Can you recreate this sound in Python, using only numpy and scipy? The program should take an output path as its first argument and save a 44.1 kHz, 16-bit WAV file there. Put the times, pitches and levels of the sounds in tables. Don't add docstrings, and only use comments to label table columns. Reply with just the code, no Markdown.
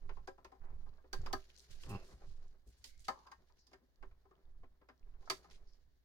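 import sys
import numpy as np
from scipy import signal
from scipy.fft import rfft, irfft, next_fast_len
from scipy.io import wavfile
from scipy.ndimage import uniform_filter1d, map_coordinates

SR = 44100
rng = np.random.default_rng(int(sys.argv[2]) if len(sys.argv) > 2 else 0)


def decibels_to_gain(level_db):
    exponent = np.asarray(level_db, float) / 20
    return 10 ** exponent


def inscribe(sig):
    pcm = np.round(np.clip(np.atleast_2d(sig).T, -1, 1) * 32767)
    wavfile.write(sys.argv[1], SR, pcm.astype(np.int16))


N = 266408


def unit(x):
    return x / np.sqrt(np.mean(x ** 2) + 1e-20)


def peak(x):
    power = uniform_filter1d(np.mean(x ** 2, axis=0), size=512)
    return x / np.sqrt(power.max())


def along(points, hz):
    f, v = np.transpose(points)
    return np.interp(np.log(hz + 1), np.log(f + 1), v, right=v[-1])


def curves(rows):
    s, *cols = np.transpose(rows)
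    return [np.interp(np.arange(N) / SR, s, c) for c in cols]


def wobble(rate):
    knots = rng.standard_normal(int(N * rate / SR) + 4)
    return map_coordinates(knots, [np.arange(N) * rate / SR])


def swell(s, db, rise, hold, fade_db_per_s):
    t = np.arange(N) / SR - s
    fade_db = fade_db_per_s * (t - rise - hold).clip(0)
    return decibels_to_gain(db - fade_db) * np.clip(t / rise, 0, 1) ** 2


def filtered(x, response):
    n = x.shape[-1]
    m = next_fast_len(n + 8192)
    return irfft(rfft(x, m) * response(np.fft.rfftfreq(m, 1 / SR)), m)[..., :n]


def soft(hz, edge_hz):
    return 1 / (1 + 1j * hz / edge_hz) ** 4


def octave_band(hz, centre_hz, octaves):
    return np.exp(-.5 * (np.log2((hz + 1) / centre_hz) / octaves) ** 2)


def resonant(x, modes, scatter_db=0):
    gains = decibels_to_gain(scatter_db * rng.standard_normal(len(modes)))

    def response(f):
        total = 0
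        for k, (c, w, db) in enumerate(modes):
            mode = 1j * f * w / (c * c - f * f + 1j * f * w)
            total = total + (-1) ** k * gains[k] * decibels_to_gain(db) * mode
        return total
    return filtered(x, response)


def rush(spectrum, alike, grainy_db=0):
    common, own = rng.standard_normal(N), rng.standard_normal((2, N))
    pair = np.sqrt(alike) * common + np.sqrt(1 - alike) * own
    grains = decibels_to_gain(grainy_db * wobble(240))
    return unit(filtered(pair * grains, lambda hz: decibels_to_gain(along(spectrum, hz))))


def chatter(t, rise, t60, alike):
    z = rng.standard_normal((3, len(t)))
    pair = np.sqrt(alike) * z[0] + np.sqrt(1 - alike) * z[1:]
    return pair * (1 - np.exp(-t / rise)) * decibels_to_gain(-60 * t / t60)


def echo(x):
    # pitch_hz, t60_s
    room = [(200, 0.19), (1000, 0.14), (5000, 0.17), (14000, 0.23)]
    hz, t, z = signal.stft(rng.standard_normal((2, SR // 3)), SR, nperseg=256)
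    decay = decibels_to_gain(-60 * t / along(room, hz)[:, None])
    tail = signal.istft(z * decay, SR, nperseg=256)[1]
    return signal.fftconvolve(x, tail / np.linalg.norm(tail[0]), axes=1)


def add(track, s, sound):
    part = track[:, round(s * SR):][:, :sound.shape[1]]
    part += sound[:, :part.shape[1]]


def hits():
    # pitch_hz, width_hz, relative_level_db
    bench_modes = [(251.3, 21.4, -1.5), (382.9, 18, 2.5), (540.5, 15, -8.5), (300, 730, -15.5)]
    # pitch_hz, width_hz, relative_level_db
    tray_modes = [(628.7, 12, -1), (789.4, 61, 1.5), (918, 38, -8), (1010, 59, -0.5), (1044.3, 42, 1.5),
                  (1218, 87, -3.5), (1330, 17, -8.5), (1601, 65, -0.5), (1800, 72, -9), (1836, 27, -5),
                  (2106, 180, -15), (2987, 56, -15), (1000, 1055, -7.5)]
    # pitch_hz, width_hz, relative_level_db
    jaw_modes = [(3980, 200, -10), (4640, 100, 6), (5060, 300, -12), (5600, 450, -12), (6530, 1100, -17),
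                 (4300, 2600, -10)]
    # pitch_hz, relative_level_db (per Hz)
    crack_spectrum = [(1180, -37), (2000, -5.5), (2160, -15), (3680, -4.5), (4690, -8), (7060, -10),
                      (14800, -28), (16000, -47)]
    # contact_s, tray_peak_db, low_knock_db, jaw_ring_db, crack_db
    steel_hits = [(0.092, -50, -60, -72.5, -99), (0.274, -46.5, -49.5, -60.5, -66.5),
                  (0.446, -53.5, -62, -64.5, -84), (1.13, -42, -51.5, -44.5, -57.5),
                  (1.261, -45, -58, -57.5, -65), (1.329, -35, -44.5, -42, -66),
                  (1.834, -70, -64, -67.5, -64), (1.861, -64, -59.5, -73, -85),
                  (2.842, -68, -75, -53.5, -56), (3.082, -32.5, -51.5, -47.5, -52),
                  (3.268, -59.5, -78, -70, -93), (3.316, -52, -80, -64, -89),
                  (3.669, -79.5, -83, -68, -103), (3.714, -70, -70, -80, -93), (3.732, -58, -64, -67, -98),
                  (4.887, -57.5, -65.5, -75, -83), (5.2994, -34.5, -46.5, -35, -42),
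                  (5.442, -60, -70.5, -80, -92)]
    # contact_s, tray_peak_db, low_knock_db, spot_hz (where the tray answers most)
    finger_taps = [(0.048, -79, -70, 1220), (0.169, -56, -66.5, 850), (0.379, -61.5, -66.5, 960),
                   (0.518, -56.5, -68, 824), (0.548, -69, -82, 1000), (0.861, -65.5, -71.5, 1010),
                   (0.927, -75.5, -84, 1010), (0.979, -67, -91, 1000), (1.04, -71.5, -65, 950),
                   (3.496, -71.5, -91, 1000), (3.814, -86.5, -73, 1152), (4.026, -54.5, -61, 1220),
                   (4.111, -71.5, -85, 1010), (4.251, -68.5, -72.5, 1010), (4.31, -65, -68.5, 1000),
                   (4.633, -64.5, -65, 1010), (4.813, -68.5, -71, 967), (5.224, -68.5, -96, 1020)]
    # pitch_hz, left_minus_right_db
    balance = [(60, 3), (200, -2.5), (600, 7.5), (1300, 4.5), (2400, -5.5), (4500, -8.5), (9000, 3),
               (15000, 1.5)]
    full_snip_db = -52
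    finger_db = -20
    loose_pitch = 1.065

    contacts = [(*row, 1200) for row in steel_hits]
    for s, db, low_db, spot_hz in finger_taps:
        contacts.append((s, db, low_db, db - 27.5, db - 26.5, spot_hz))
    out, t = np.zeros((2, N)), np.arange(SR // 4) / SR
    for s, tray_db, knock_db, jaw_db, crack_db, spot_hz in contacts:
        narrowing_db = 5 if jaw_db > tray_db + finger_db else 12
        struck = [(hz, w, db - narrowing_db * min(np.log2(hz / spot_hz) ** 2, 1.5))
                  for hz, w, db in tray_modes]
        jaw_state = np.array(jaw_modes) * [1 if jaw_db > full_snip_db else loose_pitch, 1, 1]
        hard = np.clip((jaw_db - tray_db + 25) / 24, 0, 1)
        edge_hz = 3200 + 5500 * hard

        knock = resonant(chatter(t, 0.0029, 0.093, 0.91), bench_modes, scatter_db=4.0)
        tray = resonant(chatter(t, 0.0011, .095 - 0.027 * hard, 0.55), struck, scatter_db=4.0)
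        knock = peak(filtered(knock, lambda hz: soft(hz, edge_hz)))
        tray = peak(filtered(tray, lambda hz: soft(hz, edge_hz)))
        jaws = peak(resonant(chatter(t, 0.00015, 0.057, 0.042), jaw_state, scatter_db=0.83))
        crack = chatter(t, 0.00026, 0.11, 0.26)
        crack = peak(filtered(crack, lambda hz: decibels_to_gain(along(crack_spectrum, hz))))

        dry = decibels_to_gain(knock_db) * knock + decibels_to_gain(tray_db - 3.0) * tray
        dry = dry + decibels_to_gain(jaw_db) * jaws + decibels_to_gain(crack_db) * crack
        add(out, s - .0005, dry)
        add(out, s + .004, decibels_to_gain(-10) * echo(dry))
    sides = np.array([[.5], [-.5]])
    return filtered(out, lambda hz: decibels_to_gain(sides * along(balance, hz)))


def ticks():
    # start_s, peak_db (12.5 dB over the rms of the first 4 ms), centre_hz, left_minus_right_db
    tick_rows = [(0.0209, -73, 2570, -14), (0.8915, -61, 3850, -2), (0.9386, -67, 3990, 0),
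                 (0.9733, -67, 3880, -6), (1.2171, -53, 5030, -2), (1.427, -59, 2900, -9),
                 (1.5015, -50, 2690, -4.5), (1.5638, -53, 4850, 13), (1.5767, -56, 4870, 21),
                 (1.585, -60, 6430, 23), (1.5948, -47.5, 4720, 1), (1.6032, -49, 5200, -7),
                 (1.8362, -48, 2630, 11), (1.899, -54, 2650, -1), (2.109, -62, 6530, 8),
                 (2.4808, -68.5, 6880, -14), (2.6894, -69.5, 5700, -19), (2.978, -61, 6420, 2),
                 (2.9947, -55, 6900, -8), (3.0455, -57, 4860, -15), (3.1894, -61, 5000, -10),
                 (3.2727, -57.5, 3160, -10), (3.5233, -65, 4700, 7), (3.9586, -69, 4500, -8),
                 (4.354, -67, 3540, -6), (4.4543, -70, 3470, -5), (4.9782, -71, 4500, 10),
                 (4.9949, -69.5, 4915, -6), (5.0296, -71, 2675, -14), (5.1394, -71, 2500, -9),
                 (5.5004, -61, 4482, -19), (5.5308, -63, 5030, -19), (5.5583, -64, 3150, -2),
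                 (5.7344, -63, 4826, 3)]
    out, t = np.zeros((2, N)), np.arange(SR // 40) / SR
    for s, db, centre_hz, pan_db in tick_rows:
        tick = filtered(chatter(t, 0.00044, 0.0072, 0.72), lambda hz: octave_band(hz, centre_hz, .36))
        dry = decibels_to_gain(db - 12.5) * tick / tick[:, :SR // 250].std()
        dry = dry * decibels_to_gain(np.array([[pan_db], [-pan_db]]) / 2)
        add(out, s, dry)
        add(out, s + 0.0035, decibels_to_gain(-12) * echo(dry))
    return out


def short_bands():
    # start_s, length_s, level_db (before the fade), centre_hz, width_octaves
    band_rows = [(0.607, 0.14, -65.5, 840, 0.76), (1.303, 0.023, -53, 1000, 0.23),
                 (1.572, 0.084, -67.5, 5460, 0.74), (1.697, 0.093, -64, 3700, 0.96),
                 (1.81, 0.071, -63.5, 5000, 0.76), (1.887, 0.045, -60.5, 7000, 0.74),
                 (2.021, 0.18, -72, 4940, 0.81), (2.244, 0.19, -76, 4000, 0.7),
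                 (2.658, 0.088, -75.5, 5400, 1), (2.664, 0.043, -68, 300, 0.63),
                 (2.767, 0.093, -78.5, 5550, 0.83), (2.846, 0.077, -62.5, 4800, 0.96),
                 (2.853, 0.21, -78, 2160, 0.095), (2.998, 0.044, -68, 6000, 0.74),
                 (3.04, 0.045, -61, 4000, 0.85), (3.095, 0.17, -60, 969, .25), (3.25, .11, -63, 1000, 0.33),
                 (3.585, 0.042, -72, 5250, 0.27), (3.602, 0.12, -77, 4850, 0.17),
                 (5.135, 0.048, -77.5, 1055, .6), (5.253, 0.047, -71.5, 4830, 0.37),
                 (5.274, 0.02, -53.5, 900, 0.56), (5.498, .09, -65.5, 3240, 0.85),
                 (5.668, 0.068, -76.5, 5100, 0.18), (5.722, 0.04, -74, 4970, 0.13)]
    out = np.zeros((2, N))
    for s, length, db, centre_hz, octaves in band_rows:
        u = np.arange(round(length * SR)) / (length * SR)
        uneven = decibels_to_gain(2.2 * map_coordinates(rng.standard_normal(99), [u * length * 150]))
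        noise = rng.standard_normal((2, len(u))) + 0.28 * rng.standard_normal(len(u))
        noise = unit(filtered(noise * uneven, lambda hz: octave_band(hz, centre_hz, octaves)))
        rise, release = np.clip(u / .14, 0, 1), np.clip((1 - u) / 0.32, 0, 1)
        dry = decibels_to_gain(db - 8.8 * u) * noise * rise * release
        add(out, s, dry)
        add(out, s + .004, decibels_to_gain(-8.5) * echo(dry))
    return out


def rustle_and_scuffing():
    # time_s, rustle_db, scuff_db (both before a 3 dB cut and random swells)
    levels = [(0.0, -81, -75), (0.15, -79, -71), (0.3, -90.5, -78), (0.7, -85.5, -68.5),
              (1.11, -87.5, -79.5), (1.18, -68.5, -61.5), (1.3, -71, -59), (1.39, -73.5, -75),
              (1.8, -67, -74), (1.97, -66, -55), (2.1, -71.5, -64), (2.24, -76, -71), (2.65, -87, -81.5),
              (2.85, -75.5, -85.5), (3.06, -74, -80), (3.15, -72, -67), (3.43, -82, -81.5),
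              (4.1, -91, -82.5), (4.45, -90.5, -75), (4.8, -94.5, -84.5), (5.2, -85, -72.5),
              (5.32, -70, -66), (5.62, -79, -73.5), (6.04, -90, -95.5)]
    # pitch_hz, relative_level_db (per Hz)
    rustle_spectrum = [(880, -42.5), (1500, -6.5), (2250, -9), (2720, -12), (2880, -6.5), (3220, -11),
                       (4330, -4), (5770, -9), (6760, -9.5), (8000, -24.5), (10900, -19.5), (13900, -27.5),
                       (16000, -33.5)]
    # pitch_hz, relative_level_db (per Hz)
    scuff_spectrum = [(76, -37.5), (130, -4.5), (326, -12.5), (382, -1), (447, -10.5), (786, -13),
                      (908, -17), (1020, -14.5), (2370, -25.5), (3000, -41), (3900, -54.5), (6600, -120)]
    rustle_db, scuff_db = curves(levels)
    rustle_gain = decibels_to_gain(rustle_db - 3 + 3.06 * wobble(40))
    rustle = rustle_gain * rush(rustle_spectrum, 0.033, grainy_db=2.0)
    scuff_gain = decibels_to_gain(scuff_db - 3.0 + 2.83 * wobble(25))
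    scuff = scuff_gain * rush(scuff_spectrum, 0.69, grainy_db=2.5)
    return rustle + scuff


def judder():
    # pitch_hz, width_hz, relative_level_db
    dragged_modes = [(94, 66, 2.5), (227, 122, -6), (366, 29, -5.5), (802, 43, -9), (1070, 160, -13),
                     (1390, 82, -44)]
    # pitch_hz, width_hz, relative_level_db
    squeak_modes = [(2643, 91, -2), (4360, 58, -12.5), (5020, 57, -10.5)]
    # start_s, level_db (before flutter and pan), hold_s
    squeak_rows = [(1.885, -59, .012), (1.924, -61.5, 0.023), (1.985, -74.5, .03)]
    start_s, rise_s, slowing_s = 1.865, .045, 0.0281
    start_rate, end_rate = 140, 88
    one_slip_s = 1.938

    since = (np.arange(N) / SR - start_s - rise_s / 2).clip(0)
    rate = end_rate + (start_rate - end_rate) * np.exp(-since / slowing_s)
    turns = np.cumsum(rate) / SR
    turns = turns - turns[round(one_slip_s * SR)] + 0.061 * wobble(90)
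    slips = np.diff(np.floor(turns), prepend=0).clip(0, 1) * decibels_to_gain(1.2 * wobble(100))
    rough = filtered(slips, lambda hz: soft(hz, edge_hz=2900)) + 0.018 * rng.standard_normal(N)

    squeak_gain = sum(swell(s, db, 0.016, hold, 500) for s, db, hold in squeak_rows)
    squeak = unit(resonant(rng.standard_normal((2, N)), squeak_modes))
    squeak = squeak * squeak_gain * decibels_to_gain(0.83 * wobble(77)) * decibels_to_gain([[-4], [3]])
    drag_gain = swell(start_s, -42.5, rise_s, hold=0.056, fade_db_per_s=1800)
    return drag_gain * unit(resonant(rough, dragged_modes)) + squeak


def mount():
    # start_s, sway_db (before swells and pan), hold_s, sway_hz, shiver_hz
    shakes = [(0.0, -42, 0.12, 13, 23.1), (0.588, -44.5, 0.25, 10.8, 26.1), (1.118, -41, 0.14, 13.6, 24.5),
              (1.688, -53, 0.29, 13, 24.6), (2.198, -49.5, 0.24, 14.2, 24.3),
              (2.862, -59, 0.11, 11.5, 24.8), (3.349, -71, 0.18, 13.6, 25.35),
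              (3.98, -55.5, 0.067, 8.3, 28.4), (4.422, -54, 0.17, 9, 28.34), (5.0, -52, 0.16, 8.3, 27.9),
              (5.499, -54.5, 0.15, 9.8, 26.6), (5.8, -68, 0.051, 8.7, 25)]
    # peak_s, level_db
    bump_rows = [(0.066, -67), (0.21, -57), (0.802, -61), (0.87, -66), (1.197, -43.5), (1.346, -50),
                 (1.708, -56), (1.77, -66), (1.86, -53), (2.141, -55.5), (2.29, -51.5), (2.68, -60),
                 (2.81, -65.5), (3.02, -64.5), (4.11, -67.5), (5.17, -65), (5.32, -62), (5.63, -71)]
    # pitch_hz, relative_level_db (per Hz)
    thud_spectrum = [(20, -120), (32, -25), (42, 7.5), (70, 1.5), (110, -5.5), (170, -15.5), (260, -27),
                     (500, -120)]
    bump_rise_s = .03

    t, low, shaking = np.arange(N) / SR, 0, 0
    for s, db, hold, sway_hz, shiver_hz in shakes:
        gain = swell(s, db, 0.033, hold, 124.5)
        shiver_db = -24.5 if s < 3.9 else -8.5
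        shiver = decibels_to_gain(shiver_db) * np.sin(2 * np.pi * shiver_hz * (t - s)) * decibels_to_gain(3.6 * wobble(9))
        sway = np.sin(2 * np.pi * sway_hz * (t - s))
        low = low + np.sqrt(2) * gain * (sway + shiver)
        shaking = shaking + gain
    pan_db = -6 + 3 * wobble(13)
    low = low * decibels_to_gain(1.5 * wobble(5.4)) * decibels_to_gain([pan_db / 2, -pan_db / 2])

    bumps = sum(swell(s - bump_rise_s, db, bump_rise_s, 0, 328.5) for s, db in bump_rows)
    rumble = (decibels_to_gain(-18) * shaking + decibels_to_gain(-81)) * decibels_to_gain(3 * wobble(19))
    return low + (rumble + bumps) * rush(thud_spectrum, 0.84)


def room_tone():
    # pitch_hz, relative_level_db (per Hz)
    air_spectrum = [(15, -29), (25, -1), (76, -21.5), (200, -36), (256, -22.5), (560, -31.5), (1040, -36),
                    (1130, -36.5), (1370, -42), (1700, -31), (2480, -46), (3520, -40), (4610, -42.5),
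                    (7310, -53.5), (16000, -44)]
    # time_s, hum_db, high_tone_db, higher_tone_db
    tone_levels = [(0.0, -73, -107, -100), (1.2, -70.5, -107, -101), (1.85, -72.5, -93.5, -101),
                   (2.6, -79, -109, -108), (3.05, -72, -102, -105), (3.5, -79.5, -114, -112),
                   (5.0, -76, -115, -113), (5.3, -71, -108, -111), (6.04, -79, -115, -115)]
    # hum_hz, high_tone_hz, higher_tone_hz
    tone_pitches = [59.5, 8382, 14142]
    t, lines = np.arange(N) / SR, 0
    for hz, db in zip(tone_pitches, curves(tone_levels)):
        lines = lines + decibels_to_gain(db + 0.51 * wobble(3)) * np.sqrt(2) * np.sin(2 * np.pi * hz * t)
    return decibels_to_gain(-79) * rush(air_spectrum, 0.1) + lines


def scene():
    return hits() + ticks() + short_bands() + rustle_and_scuffing() + judder() + mount() + room_tone()


def band_limit(x):
    return signal.sosfilt(signal.butter(12, 16470, fs=SR, output="sos"), x)


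def record(dry):
    lead_s = 0.00015
    sides = np.array([[1], [-1]])
    heard = filtered(dry, lambda hz: np.exp(1j * np.pi * hz * lead_s * sides))
    return band_limit(heard)


dry = scene()
out = record(dry)
inscribe(out)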